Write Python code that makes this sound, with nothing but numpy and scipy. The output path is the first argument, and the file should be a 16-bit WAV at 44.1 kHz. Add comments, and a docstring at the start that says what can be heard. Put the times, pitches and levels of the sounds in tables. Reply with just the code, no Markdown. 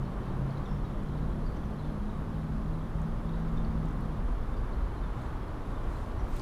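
"""Under a concrete highway bridge, beside still water, with a small body-worn microphone on the bank.
Traffic shakes the deck and its tyre roar washes in between the pillars. A V8 pulls away overhead, its
firing hum slowly rising, then comes off the throttle and fades; a second engine hums further along.
Small birds chirp faintly under the deck. Close to the microphone, fishing tackle ticks, a sleeve
rustles as an arm is raised, and the line squeaks as it is drawn taut."""
import sys
import numpy as np
from scipy import signal
from scipy.fft import rfft, irfft, next_fast_len
from scipy.io import wavfile
from scipy.ndimage import uniform_filter1d

SR = 44100
rng = np.random.default_rng(int(sys.argv[2]) if len(sys.argv) > 2 else 0)


def to_wav(sig):
    """Store sig (one row per channel, or 1-D mono) as 16-bit WAV at the path in sys.argv[1].

    Samples outside -1..1 are clipped; the rate is SR.
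    """
    pcm = np.clip(np.atleast_2d(sig), -1, 1) * 32767
    pcm = np.round(pcm).astype(np.int16)
    wavfile.write(sys.argv[1], SR, pcm.T)  # frames by channels


N = 282681
TIME = np.arange(N) / SR


def undb(db):
    """Decibels to gain."""
    return 10 ** (np.asarray(db) / 20)


def unit(x):
    """Scale to rms 1."""
    return x / np.sqrt(np.mean(x ** 2))


def curves(table):
    """Each column after the time column as a control signal."""
    time_s, *columns = np.transpose(table)
    return [np.interp(TIME, time_s, column) for column in columns]


def noise(spectrum):
    """Noise of rms 1 with the given colour, falling steeply beyond both ends."""
    hz, db = np.transpose(spectrum)
    size = next_fast_len(N)
    bins = np.arange(size // 2 + 1) * SR / size + 1
    skirts = np.minimum(np.minimum(bins / hz[0], hz[-1] / bins), 1) ** 4
    gain = undb(np.interp(np.log(bins), np.log(hz), db)) * skirts
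    return unit(irfft(rfft(rng.standard_normal(size)) * gain, size)[:N])


def wander(rate_hz):
    """Smooth random drift of rms 1, changing about rate_hz times a second."""
    hold = int(SR / rate_hz)
    steps = np.repeat(rng.standard_normal(N // hold + 2), hold)
    return unit(uniform_filter1d(uniform_filter1d(steps, hold), hold)[:N])


def add(track, start_s, sound):
    """Mix a short sound into a track."""
    i = max(int(start_s * SR), 0)
    part = sound[:max(N - i, 0)]
    track[i:i + len(part)] += part


# Deck rumble, body drone and tyre roar from below the bridge: frequency_hz, relative_db
DECK_SPECTRUM = [(15, -10), (23, -.5), (30, 1), (40, -1.5), (56, -2.5), (67, -6), (79, -13), (95, -11.5),
                 (118, -11), (140, -16.5), (200, -21), (300, -34)]
DRONE_SPECTRUM = [(90, -3), (170, -1), (250, 2), (350, -0.5), (470, -4), (620, -6), (800, -12.5),
                  (1200, -34), (2000, -70)]
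TYRE_SPECTRUM = [(300, -8.5), (600, -5), (850, -.5), (1120, 1), (1400, -5), (1800, -11), (2500, -19.5),
                 (3500, -23.5), (5000, -35), (7000, -41)]
# Vehicles crossing overhead: nearest_s, half_power_after_s, deck_db, drone_db, tyre_db
CROSSINGS = [(.33, 0.34, -54, -45.5, -51), (1.25, 0.14, -39.5, -45, -58), (2.25, 0.63, -39.5, -58, -62),
             (3.5, 0.39, -36.5, -48.5, -54.5), (4.02, 0.094, -50, -57, -61), (4.6, 0.74, -34, -56, -53),
             (5.22, 0.16, -42.5, -65, -51.5), (5.8, 0.28, -45, -50, -52.5), (6.25, 0.47, -40, -48, -54.5)]

def traffic(deck_db=-36, drone_db=-46, tyre_db=-50):
    """Overhead, wheels shake the deck, bodies drone, tyres roar; each crossing swells a steady stream."""
    power = undb([deck_db, drone_db, tyre_db])[:, None] ** 2
    for nearest_s, half_power_after_s, *levels_db in CROSSINGS:
        nearness = 1 / (1 + ((TIME - nearest_s) / half_power_after_s) ** 2)  # inverse square law
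        power = power + undb(levels_db)[:, None] ** 2 * nearness
    deck_gain, drone_gain, tyre_gain = np.sqrt(power)
    deck = noise(DECK_SPECTRUM) * deck_gain
    drone = noise(DRONE_SPECTRUM) * drone_gain * undb(.39 * wander(7.3))
    tyres = noise(TYRE_SPECTRUM) * tyre_gain * undb(.27 * wander(10))
    return deck + drone + tyres


# The V8 pulling away overhead: time_s, firing_hz
V8_REVS = [(0, 133.4), (.25, 133.3), (.5, 137.5), (.8, 144.8), (1.2, 149.3), (2.1, 151.3), (2.5, 154.9),
           (3, 159.3), (3.35, 161.8), (3.65, 161.5), (3.95, 155.8), (4.6, 148)]
# Its firing note, surging and breaking up between the pillars: time_s, level_db
FIRING_LEVEL = [(0, -35.5), (.16, -44), (.31, -41.5), (.44, -32.5), (.62, -37.5), (.66, -52), (.73, -36),
                (.88, -44), (1.03, -48), (1.1, -38), (1.21, -36.5), (1.3, -43), (1.44, -41), (1.57, -56),
                (1.67, -44), (1.88, -40), (2.1, -51), (2.19, -37.5), (2.29, -45), (2.37, -37),
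                (2.52, -37.3), (2.61, -45), (2.68, -35.3), (2.83, -38.5), (2.89, -47), (2.96, -36.5),
                (3.06, -35), (3.19, -47.5), (3.27, -36), (3.45, -34.3), (3.58, -38), (3.7, -39),
                (3.77, -35.5), (3.86, -36), (3.95, -45), (4.12, -44.5), (4.25, -54)]
# Its strongest overtone, from the lope of the two cylinder banks: time_s, level_db
BANK_LEVEL = [(0, -44), (.12, -42.5), (.2, -49), (.28, -43.5), (.42, -43.5), (.51, -54), (.73, -41.5),
              (.85, -54), (.94, -41), (1.2, -48), (1.41, -41), (1.49, -54), (1.6, -45), (1.73, -42),
              (1.81, -51), (1.92, -42.5), (2.09, -37), (2.17, -53), (2.28, -41), (2.44, -45), (2.52, -40.5),
              (2.63, -42), (2.72, -54), (2.92, -47), (3.12, -43.5), (3.27, -47.5), (3.42, -41), (3.52, -43),
              (3.62, -39.5), (3.76, -39.8), (3.86, -49), (4.06, -45), (4.25, -52)]
# Weaker overtones of the uneven exhaust beat: cycle_multiple, level_db
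LOPE_OVERTONES = [(3, -47.5), (6, -53.5), (9, -59), (10, -53.5), (13, -49.5), (16, -60.5)]
# Rush of the exhaust gas: frequency_hz, relative_db
RUSH_SPECTRUM = [(100, -4.5), (125, .5), (160, -3), (230, -5.5), (330, -11)]

def v8_engine(throttle_off_s=4.25, note_fade_db_per_s=27, rush_db=-49, rush_fade_db_per_s=5):
    """Up on the deck, eight firings a cycle make the note; uneven banks add overtones, and gas rushes."""
    firing_hz, = curves(V8_REVS)
    firing_db, = curves(FIRING_LEVEL)
    bank_db, = curves(BANK_LEVEL)
    cycle_hz = firing_hz / 8
    cycle_phase = 2 * np.pi * np.cumsum(cycle_hz * (1 + .005 * wander(14))) / SR
    tones = undb(firing_db) * np.sin(8 * cycle_phase)
    tones += undb(bank_db) * np.sin(11 * cycle_phase + .4 * wander(12))
    for multiple, level_db in LOPE_OVERTONES:
        # echo paths shift as the vehicle moves, so each overtone swells and wavers alone
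        swell_db = 2.2 * wander(14)
        phase = multiple * cycle_phase + .4 * wander(12) + rng.uniform(0, 2 * np.pi)
        # an echo partly cancels the overtone as it glides through 263.5 Hz
        dip_db = -13 * np.exp(-((multiple * cycle_hz - 263.5) / 5) ** 2)
        tones += undb(level_db + dip_db + swell_db) * np.sin(phase)
    coasting_s = np.maximum(TIME - throttle_off_s, 0)  # the note dies first, the rush lingers
    note = np.sqrt(2) * tones * undb(-note_fade_db_per_s * coasting_s)
    rush = noise(RUSH_SPECTRUM) * undb(rush_db - rush_fade_db_per_s * coasting_s)
    return note + rush


def chirp(length_s, start_hz, end_hz, roughness, attack_share=.3):
    """One gliding tone with a rounded fall; roughness shakes its pitch and level."""
    n = int(length_s * SR)
    progress = np.linspace(0, 1, n)
    rasp = unit(uniform_filter1d(rng.standard_normal(n), size=30))
    flutter = unit(signal.fftconvolve(rng.standard_normal(n), signal.windows.hann(300), "same"))
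    pitch_hz = (start_hz + (end_hz - start_hz) * progress) * (1 + .08 * roughness * rasp)
    envelope = np.minimum(progress / attack_share, 1) * np.cos(np.pi / 2 * progress)
    envelope *= unit(undb(7 * roughness * flutter))
    return np.sqrt(2) * envelope * np.sin(2 * np.pi * np.cumsum(pitch_hz) / SR)


def bridge_echo(sound, wet_db, t60_s=.8, build_s=.0077):
    """Deck, pillars and water scatter a sound into a dense tail."""
    t = np.arange(int(t60_s * SR)) / SR
    envelope = undb(-60 * t / t60_s) * (1 - np.exp(-t / build_s))
    tail = rng.standard_normal(len(t)) * envelope
    return sound + undb(wet_db) * signal.fftconvolve(sound, tail / np.linalg.norm(tail))[:N]


# The nearer bird calls: start_s, length_s, start_hz, end_hz, level_db, roughness (0-1)
BIRD_CALLS = [(.048, .026, 4300, 4030, -65, .6), (.502, .016, 4100, 4500, -61, 1),
              (.569, .018, 3700, 4350, -58.5, .55), (.653, .012, 6000, 5650, -64, .4),
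              (.651, .026, 3720, 3330, -55, .4), (.655, .15, 5430, 5400, -69, .3),
              (.843, .034, 3900, 3700, -62, .3), (.935, .035, 3300, 3050, -65, .5),
              (1.082, .016, 4200, 3900, -64, .8), (1.125, .03, 3600, 3350, -66, .7),
              (1.173, .018, 4500, 4000, -62, 1), (1.456, .05, 4780, 4220, -63, .4),
              (1.511, .035, 4550, 4200, -68, .4), (1.545, .037, 3100, 3150, -64, .2),
              (1.563, .018, 5660, 6150, -67, .7), (1.646, .016, 5950, 5750, -66.5, .5),
              (1.778, .05, 4230, 3850, -64.5, .5), (1.82, .08, 3550, 3480, -65.5, .3),
              (1.84, .025, 4350, 4200, -67, .4), (2.05, .035, 3900, 3500, -64, .8),
              (3.287, .018, 3950, 3400, -59, 1), (3.472, .01, 6400, 4000, -66, .8),
              (3.480, .018, 3550, 3300, -62, .55), (3.571, .007, 6500, 4600, -65, .6),
              (3.571, .019, 3650, 3550, -54.5, .35), (3.643, .018, 4000, 4500, -60, 1),
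              (4.415, .03, 3450, 3550, -66, .4), (4.536, .022, 3570, 3670, -62, .4),
              (4.564, .03, 4750, 4700, -65, .3), (4.963, .039, 4350, 3630, -63, .4),
              (5.025, .04, 3600, 3550, -62, .4), (5.415, .04, 3400, 3300, -67, .3),
              (5.745, .043, 3550, 3500, -64, .3), (5.95, .03, 4100, 3850, -65, .5),
              (6.186, .045, 5970, 5450, -66.5, .55)]

def near_birds():
    """Small birds chirp under the deck, near enough to carry only a faint echo."""
    calls = np.zeros(N)
    for start_s, length_s, start_hz, end_hz, level_db, roughness in BIRD_CALLS:
        add(calls, start_s, undb(level_db) * chirp(length_s, start_hz, end_hz, roughness))
    return bridge_echo(calls, wet_db=-6)


# Spells of twittering further off: start_s, end_s, calls_per_s, base_db
FLOCK_SPELLS = [(0, 2.15, 36, -74), (2.15, 6.4, 22, -74.5)]

def far_flock(call_s=.0212, spread_db=5):
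    """A distant flock: tiny random calls, smeared between the pillars."""
    calls = np.zeros(N)
    for start_s, end_s, calls_per_s, base_db in FLOCK_SPELLS:
        span_s = end_s - start_s
        for when, pitch, glide, strength, roughness in rng.random((int(calls_per_s * span_s), 5)):
            start_hz = 3150 + 1300 * pitch ** 1.5
            end_hz = start_hz * (.85 + .208 * glide)
            gain = undb(base_db + spread_db * (strength + .5))
            add(calls, start_s + when * span_s, gain * chirp(call_s, start_hz, end_hz, roughness))
    return bridge_echo(calls, wet_db=1)


# Tackle handled close to the microphone: start_s, peak_db, pitch_hz, width_hz, decay_s
TACKLE_TICKS = [(.581, -54, 5000, 2500, .0018), (1.034, -57.5, 7900, 3000, .0018),
                (3.017, -51, 7350, 2000, .0018), (3.855, -58, 7200, 2400, .003),
                (3.885, -55.5, 7400, 2400, .0014), (3.911, -59, 7000, 2400, .0018),
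                (4.009, -47.5, 10000, 14000, .0007), (4.053, -56, 7000, 3000, .001),
                (6.364, -46, 13000, 10000, .001), (6.396, -41, 4700, 1700, .0018)]

def tackle():
    """Hook and line tick between the fingers, each tiny scrape ringing a resonance."""
    ticks = np.zeros(N)
    t = np.arange(SR // 40) / SR
    for start_s, peak_db, pitch_hz, width_hz, decay_s in TACKLE_TICKS:
        resonance = signal.iirpeak(pitch_hz, pitch_hz / width_hz, fs=SR)
        scrape = rng.standard_normal(len(t)) * np.exp(-t / decay_s)
        tick = signal.lfilter(*resonance, signal.lfilter(*resonance, scrape))
        add(ticks, start_s, undb(peak_db) * tick / np.abs(tick).max())
    return ticks


# A second vehicle further along the bridge: time_s, firing_hz, level_db
FAR_ENGINE_NOTE = [(4.8, 81.6, -70), (5.2, 83.23, -44.5), (5.6, 87.5, -49), (6.1, 92.6, -43.5),
                   (6.41, 94, -54)]

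def far_engine():
    """Only the wavering firing note of the second vehicle gets through the deck."""
    firing_hz, level_db = curves(FAR_ENGINE_NOTE)
    phase = 2 * np.pi * np.cumsum(firing_hz * (1 + .019 * wander(7.7))) / SR
    return np.sqrt(2) * np.sin(phase) * undb(level_db + 2 * wander(9))


# Strokes of the arm, right by the microphone: fastest_s, rise_and_fall_s, level_db
ARM_STROKES = [(5.22, .08, -68), (5.7, .07, -70.5), (5.96, .13, -65), (6.2, .1, -73), (6.4, .09, -56.5)]
# Rubbing cloth: frequency_hz, relative_db
CLOTH_SPECTRUM = [(1400, -1), (2400, 3.5), (3200, -1), (4300, -1), (5500, -4.5), (7000, -3.5), (8800, -5),
                  (10500, -10), (15000, -15)]

def sleeve():
    """Cloth slides over cloth in small, soft catches, swelling and dying with each stroke of the arm."""
    swell = sum(undb(level_db) * np.exp(-((TIME - fastest_s) / rise_s) ** 2)
                for fastest_s, rise_s, level_db in ARM_STROKES)
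    catches = undb(.8 * wander(220))
    return unit(noise(CLOTH_SPECTRUM) * catches) * swell


def taut_line(start_s=6.268, level_db=-69):
    """Within arm's reach, the fishing line gives a thin rising squeak as it is drawn taut."""
    track = np.zeros(N)
    squeak = chirp(length_s=.065, start_hz=12000, end_hz=15700, roughness=.1, attack_share=.5)
    add(track, start_s, undb(level_db) * squeak)
    return track


def scene():
    """Everything as it reaches the bank under the bridge, in mono."""
    road = traffic() + v8_engine() + far_engine()
    birds = near_birds() + far_flock()
    angler = tackle() + taut_line() + sleeve()
    return (road + birds + angler)[None]


# Self-noise of the microphone: frequency_hz, relative_db
HISS_SPECTRUM = [(1500, 3.5), (3700, 9.5), (5300, 6), (7100, 2), (8300, 0.5), (9400, -.5), (9950, 4.5),
                 (10450, 6), (11000, -2.5), (13000, -2), (15500, -3.5)]

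def record(dry):
    """The small body-worn microphone adds its own hiss and cuts the top above 15.4 kHz."""
    hiss = noise(HISS_SPECTRUM) * undb(-67.5)
    top_cut = signal.ellip(12, .2, 80, 15400, fs=SR, output="sos")
    return signal.sosfilt(top_cut, dry + hiss)


dry = scene()
out = record(dry)
to_wav(out)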